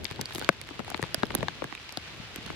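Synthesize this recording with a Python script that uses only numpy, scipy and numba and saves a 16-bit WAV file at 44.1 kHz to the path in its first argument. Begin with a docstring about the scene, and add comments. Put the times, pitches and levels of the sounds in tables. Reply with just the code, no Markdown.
"""Rain with close drops

Steady rain hisses on grass, trees and flood water. Single drops strike a surface at the microphone:
each rings it briefly, thumps it and throws spray; some ping or plop in pockets of water.
Fine drops patter and crackle between them; light wind rumbles, with a few soft bumps.
The hardest hits overload the recorder, whose gain dips and creeps back."""
import sys
import numpy as np
from scipy import signal
from scipy.fft import rfft, irfft
from scipy.io import wavfile
from scipy.ndimage import uniform_filter1d
from numba import njit

SR = 44100
rng = np.random.default_rng(int(sys.argv[2]) if len(sys.argv) > 2 else 0)


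def put_to_file(sound):
    """Save the sound as 16-bit audio at rate SR, in the file named by the first command-line argument."""
    columns = np.atleast_2d(sound).T  # one column per channel
    safe = np.clip(columns, -1, 1)
    whole_steps = np.round(safe * 32767)
    wavfile.write(sys.argv[1], SR, whole_steps.astype(np.int16))


N = 112454
HIT_S, RING_S = 0.005, 0.07  # level window, length of one short sound
RING_TIME_S = np.arange(int(RING_S * SR)) / SR


def near_drops():
    """Big drops strike the near surface one by one."""
    # start_s, ring_db, centre_hz, thump_db, spray_db, pan_db
    impacts = [(0.0445, -61, 590, -39.5, -35, 25), (0.053, -28, 3280, -46, -66, 11),
               (0.1113, -37, 1710, -33.5, -48, 0), (0.193, -35, 536, -31, -97, 15),
               (0.2125, -32.5, 4900, -37.5, -30, -4), (0.2568, -44, 4400, -65, -48, 6),
               (0.349, -44, 4600, -33.5, -35.5, 3), (0.358, -36, 2670, -34, -43, 9),
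               (0.382, -37.5, 1450, -30.5, -41, 8), (0.3949, -39.5, 4770, -46, -38.5, 8),
               (0.414, -36.5, 1790, -33.5, -57, -8), (0.4238, -35.5, 1420, -38, -50, 29),
               (0.4457, -34.5, 4150, -40, -48, -14), (0.4901, -11.5, 1050, -20, -29.5, 8),
               (0.6143, -41.5, 3340, -44, -38, -18), (0.689, -37, 1500, -41, -53, -12),
               (0.709, -31, 378, -74, -71, 9), (0.7929, -32.5, 980, -25.5, -45.5, 7),
               (0.8021, -32.5, 710, -29.5, -55, 16), (0.879, -37, 446, -66, -49, 3),
               (0.902, -36, 955, -47, -36, 0), (0.9151, -28.5, 613, -45, -66, 20),
               (0.9446, -24, 1200, -28, -74, 17), (0.9763, -37, 2110, -53, -46.5, -15),
               (0.9934, -31.5, 706, -28.5, -66, 18), (1.0181, -60, 4200, -53, -43.5, 9),
               (1.0271, -28, 1420, -30, -37, 26), (1.0386, -34, 1320, -30, -70, 21),
               (1.1448, -27, 1570, -30.5, -26.5, -6.5), (1.2329, -20, 983, -22.5, -55, 2.5),
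               (1.2547, -42, 2600, -53, -50.5, -19), (1.3051, -29.5, 1350, -32.5, -64, 12),
               (1.3084, -35.5, 756, -38, -53, 2), (1.342, -32, 784, -29, -64, -39),
               (1.3506, -27.5, 1530, -21, -28, -0.5), (1.3857, -48, 2280, -36, -47, -12),
               (1.4076, -34.5, 1280, -32, -63, 28), (1.4289, -24, 1034, -24, -48, 8.5),
               (1.4332, -29.5, 386, -46, -55, 28), (1.4836, -22, 1290, -37, -51, 12),
               (1.6212, -30, 714, -29, -73, 8), (1.6419, -29.5, 1140, -29.5, -43.5, -5),
               (1.7252, -33.5, 1050, -37, -74, -13), (1.751, -38.5, 2500, -47, -47, -8),
               (1.8924, -39, 1920, -70, -55, 10), (1.924, -46.5, 756, -53, -40.5, -6),
               (1.9727, -28, 2390, -30, -39, 13), (2.36, -36, 1970, -39, -37.5, -5),
               (2.4628, -42.5, 2630, -37.5, -47, -13), (2.5021, -37, 930, -31, -59, 2)]
    out = np.zeros((2, N))
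    for start_s, *impact in impacts:
        add(out, start_s, drop(*impact))
    return out


def drop(ring_db, centre_hz, thump_db, spray_db, pan_db, echo_db=-11.5, echo_cycles=3.023, crack_db=-6):
    """One impact: contact crack, ring of the modes near centre_hz, low thump, tick of spray."""
    mode_hz, modes = surface_modes()
    struck = mode_weights(mode_hz, centre_hz, width_octaves=0.86) @ modes
    # the ring returns from the surface's edge within a few cycles
    lag_samples = (rng.random(2) + 1) / 2 * echo_cycles / centre_hz * SR
    echo = np.array([np.roll(side, int(lag)) for side, lag in zip(struck, lag_samples)])
    ring = unit(struck + undb(echo_db) * echo)
    hardness = min(centre_hz / 1540, 1) ** 2  # softer drops ring lower and crack less
    crack = undb(crack_db) * hardness * burst(low_hz=2300, high_hz=4440, t60_s=0.004)
    thump = unit(mode_weights(mode_hz, centre_hz=214, width_octaves=1) @ modes)
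    spray = burst(low_hz=3600, high_hz=11600, t60_s=0.0071)
    return (hit_gain(ring_db, pan_db) * (ring + crack)
            + hit_gain(thump_db, 0.53 * pan_db) * thump
            + hit_gain(spray_db, 0.21 * pan_db - 3) * spray)


def surface_modes(pitch_scatter=0.11, scatter_db=5.5, settle_hz=2030):
    """Decaying modes vary with the place of impact; pitches above settle_hz vary little."""
    # pitch_hz, level_db, t60_s
    resonances = [(150, -1.5, 0.025), (212.4, -2, 0.024), (324, 0, 0.019), (448, 2, 0.013),
                  (632, -0.5, 0.029), (839, 3, 0.017), (1193, 3.5, 0.0076), (1554, 4.5, 0.015),
                  (2050, 5.5, 0.0067), (2960, 7.5, 0.0045), (3620, 8.5, 0.0072), (4520, 8.5, 0.0087),
                  (7300, 5, 0.0068), (12400, 3, 0.0076)]
    pitch_hz, level_db, t60_s = np.array(resonances, float).T
    count = len(pitch_hz)
    detune = rng.standard_normal((2, count, 1)) / np.hypot(1, pitch_hz[:, None] / settle_hz)
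    detuned_hz = pitch_hz[:, None] * np.exp(pitch_scatter * detune)
    uneven_db = scatter_db * rng.uniform(-1.38, 1, (2, count, 1))
    swing = (-1) ** np.arange(count) * undb(level_db) / np.sqrt(t60_s)  # neighbours in antiphase
    envelope = swing[:, None] * decay(RING_TIME_S, t60_s[:, None]) * undb(uneven_db)
    return pitch_hz, np.sin(2 * np.pi * detuned_hz * RING_TIME_S) * envelope


def mode_weights(mode_hz, centre_hz, width_octaves):
    """An impact drives the modes near its centre pitch hardest."""
    return np.exp(-0.5 * (np.log2(mode_hz / centre_hz) / width_octaves) ** 2)


def pings(left_lag_s=0.00003, reference_hz=1490, reference_t60_s=0.013):
    """Struck pockets of water and air ring on one note: plops when low, glassy ticks when high."""
    # start_s, pitch_hz, level_db, pan_db
    pockets = [(0.2568, 4600, -31.5, -3), (0.491, 550, -17, 3), (0.491, 190, -24, 2), (0.491, 2730, -30, 0),
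               (0.491, 4850, -28, 0), (0.6145, 2260, -35.5, -20), (0.8795, 800, -36, 18),
               (1.0272, 1895, -24.5, 7.5), (1.1447, 640, -28.5, -10), (1.1448, 5000, -23.5, -36),
               (1.1448, 10700, -27, -14), (1.2328, 399, -20, 15), (1.232, 3870, -32, 0),
               (1.3507, 11200, -20, -17), (1.6212, 526, -23.5, 25), (1.751, 2500, -36, -10),
               (1.777, 2490, -39.5, -7), (1.9728, 740, -31, 22), (1.973, 4940, -33.5, 10)]
    out = np.zeros((2, N))
    time_s = np.maximum(RING_TIME_S - np.array([[left_lag_s], [0]]), 0)
    for start_s, pitch_hz, level_db, pan_db in pockets:
        t60_s = reference_t60_s * (reference_hz / pitch_hz) ** 0.64
        note = np.sin(2 * np.pi * pitch_hz * time_s) * decay(time_s, t60_s)
        add(out, start_s, hit_gain(level_db, pan_db) * unit(note))
    return out


def patter(rate_per_s=79, typical_hz=1910, spread_octaves=0.57, scatter_db=3.5, pan_spread_db=5):
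    """Fine drops land at random times and places on the same surface."""
    # time_s, level_db
    typical_levels = [(0, -46), (.2, -43.5), (.42, -46.5), (.55, -52.5), (.9, -45.5), (1.35, -48),
                      (1.55, -54), (2.0, -57), (2.55, -52)]
    out = np.zeros((2, N))
    for _ in range(int(rate_per_s * N / SR)):
        start_s = rng.random() * N / SR
        size, colour, weight, wetness, place = np.clip(rng.standard_normal(5), -2, 2)
        ring_db = curve(typical_levels, start_s) + scatter_db * size
        centre_hz = typical_hz * 2 ** (spread_octaves * colour)
        thump_db = ring_db - 18 + scatter_db * weight
        spray_db = ring_db - 14 + scatter_db * wetness
        add(out, start_s, drop(ring_db, centre_hz, thump_db, spray_db, pan_spread_db * place))
    return out


def crackle(start_s=0.33, end_s=0.39, rate_per_s=400, level_db=-54.5, scatter_db=3, pan_spread_db=5):
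    """A brief shower of tiny droplets ticks brightly, too light to ring the surface."""
    out = np.zeros((2, N))
    length_s = end_s - start_s
    for _ in range(int(rate_per_s * length_s)):
        size, place = np.clip(rng.standard_normal(2), -2, 2)
        tick = burst(low_hz=4500, high_hz=15000, t60_s=0.0068)
        gain = hit_gain(level_db + scatter_db * size, pan_spread_db * place)
        add(out, start_s + rng.random() * length_s, gain * tick)
    return out


def rain(time_s, grains_per_s=1500, grain_db=-2, flicker_db=1.05):
    """Countless far drops merge into a hiss; nearer ones on grass and water give it grain."""
    # frequency_hz, density_db
    spectrum = [(100, 4.5), (300, -7), (600, -3.5), (1000, -1), (1800, 1.5), (2800, 3), (4200, -1.5),
                (6000, -9.5), (8500, -18.6), (11500, -24), (13000, -27), (16000, -33)]
    # frequency_hz, left_right_correlation
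    correlation = [(100, 0.7), (650, 0.86), (1400, 0.43), (3000, -0.044), (7000, -0.24), (15000, -0.1)]
    # time_s, level_db
    levels = [(0, -46.5), (.35, -44.5), (.7, -45.5), (1.25, -43), (1.75, -44.5), (2.05, -43), (2.55, -44.5)]
    grains = (rng.random((2, N)) < grains_per_s / SR) * rng.standard_normal((2, N))
    grainy_noise = rng.standard_normal((2, N)) + undb(grain_db) * unit(grains)
    hiss = stereo_noise(grainy_noise, spectrum, by_hz(correlation))
    return hiss * undb(curve(levels, time_s) + flicker_db * wander(rate_hz=25.6))


def wind(time_s):
    """Light puffs rumble on the microphone."""
    # frequency_hz, density_db
    spectrum = [(20, -13), (45, -6), (72, -4), (130, -4), (200, -11.5), (350, -11.5), (700, -18.5),
                (2000, -60)]
    # time_s, level_db
    levels = [(0, -39), (.04, -40), (.08, -55), (.21, -37.5), (.27, -52), (.43, -41.5), (.5, -47.5),
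              (.8, -45.5), (1.09, -45), (1.29, -41.5), (1.42, -33.5), (1.53, -46.5), (1.65, -44),
              (1.82, -56), (2.03, -52), (2.19, -46), (2.28, -51.5), (2.55, -43.5)]
    rumble = stereo_noise(rng.standard_normal((2, N)), spectrum, correlation=0.42)
    return rumble * pan(pan_db=3) * undb(curve(levels, time_s))


def bumps(rise_cycles=0.35):
    """Soft low pushes on the microphone swell and die within a cycle or two."""
    # start_s, pitch_hz, level_db, pan_db
    pushes = [(0.112, 99, -33.5, 12), (1.029, 132, -25, 4), (1.179, 135, -31.5, 0.5),
              (1.2326, 200, -22.5, 0), (1.389, 128, -27.5, -5), (1.403, 138, -34, 2),
              (1.426, 124, -31.5, -11), (1.975, 150, -37, 8), (2.199, 171, -35, 13),
              (2.3848, 208, -34.5, -6)]
    out = np.zeros((2, N))
    for start_s, pitch_hz, level_db, pan_db in pushes:
        cycles = pitch_hz * RING_TIME_S
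        age = cycles / rise_cycles
        push = np.sin(2 * np.pi * cycles) * age * np.exp(-age)
        add(out, start_s, hit_gain(level_db, pan_db) * unit(push))
    return out


def undb(db):
    """Decibels to gain."""
    return 10 ** (np.asarray(db) / 20)


def unit(x):
    """Scale to rms 1."""
    return x / np.sqrt(np.mean(x ** 2) + 1e-20)


def pan(pan_db):
    """Constant-power gains; pan_db is left minus right."""
    return unit(undb(np.array([[pan_db], [-pan_db]]) / 2))


def hit_gain(level_db, pan_db):
    """Stereo gains that give a short sound of rms 1 the energy of level_db held for HIT_S."""
    return np.sqrt(HIT_S / RING_S) * undb(level_db) * pan(pan_db)


def decay(time_s, t60_s):
    """Fall of 60 dB per t60_s."""
    return np.exp(-np.log(1000) * time_s / t60_s)


def burst(low_hz, high_hz, t60_s):
    """Fading stereo band noise, rms 1."""
    band = signal.butter(2, [low_hz, high_hz], "band", fs=SR, output="sos")
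    noise = rng.standard_normal((2, len(RING_TIME_S)))
    return unit(signal.sosfilt(band, noise * decay(RING_TIME_S, t60_s)))


def curve(table, time_s):
    """Interpolate rows of time_s, value."""
    return np.interp(time_s, *np.array(table, float).T)


def by_hz(table):
    """Interpolate rows of frequency_hz, value at each FFT bin, on a log axis."""
    frequency_hz, value = np.array(table, float).T
    bin_hz = np.arange(N // 2 + 1) * SR / N
    return np.interp(np.log(bin_hz + 1), np.log(frequency_hz), value)


def stereo_noise(pair, spectrum, correlation):
    """Colour two independent noises and mix them to left and right, rms 1."""
    mid, side = rfft(pair) * undb(by_hz(spectrum))
    mid, side = mid * np.sqrt(1 + correlation), side * np.sqrt(1 - correlation)
    return unit(irfft(np.array([mid + side, mid - side]), N))


def wander(rate_hz):
    """Ramps between random values, rms 1."""
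    hold = int(SR / rate_hz)
    steps = np.repeat(rng.standard_normal(N // hold + 1), hold)
    return unit(uniform_filter1d(steps, hold)[:N])


def add(out, start_s, sound):
    """Mix a short sound in at start_s."""
    i = int(np.clip(start_s * SR, 0, N - 1))
    out[:, i:i + sound.shape[1]] += sound[:, :N - i]


@njit
def follow_peaks(x, attack_s, release_s):
    """Catch each peak, let it sink, smooth the rise."""
    envelope, peak, smoothed = np.empty(len(x)), 0., 0.
    for i in range(len(x)):
        peak = max(x[i], peak * (1 - 1 / (release_s * SR)))
        smoothed += (peak - smoothed) / (attack_s * SR)
        envelope[i] = smoothed
    return envelope


def scene(surface_cut_hz=153):
    """Close drops over rain and wind."""
    time_s = np.arange(N) / SR
    # the small surface radiates little below its lowest mode
    radiation = signal.butter(5, surface_cut_hz, "high", fs=SR, output="sos")
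    surface = signal.sosfilt(radiation, near_drops() + patter() + pings())
    return surface + wind(time_s) + rain(time_s) + bumps() + crackle()


def record(dry, threshold=0.17, duck_db_per_db=0.2, low_cut_hz=56, high_cut_hz=16300):
    """Gain control ducks after hard hits; overs clip; deep bass and top are cut."""
    peak = follow_peaks(np.abs(dry).max(axis=0), attack_s=0.0018, release_s=0.65)
    ducked = dry * np.maximum(peak / threshold, 1) ** -duck_db_per_db
    low_cut = signal.butter(2, low_cut_hz, "high", fs=SR, output="sos")
    high_cut = signal.ellip(8, 0.2, 70, high_cut_hz, fs=SR, output="sos")
    thinned = signal.sosfilt(low_cut, np.clip(ducked, -1, 1))
    return signal.sosfilt(high_cut, thinned)


dry = scene()
out = record(dry)
put_to_file(out)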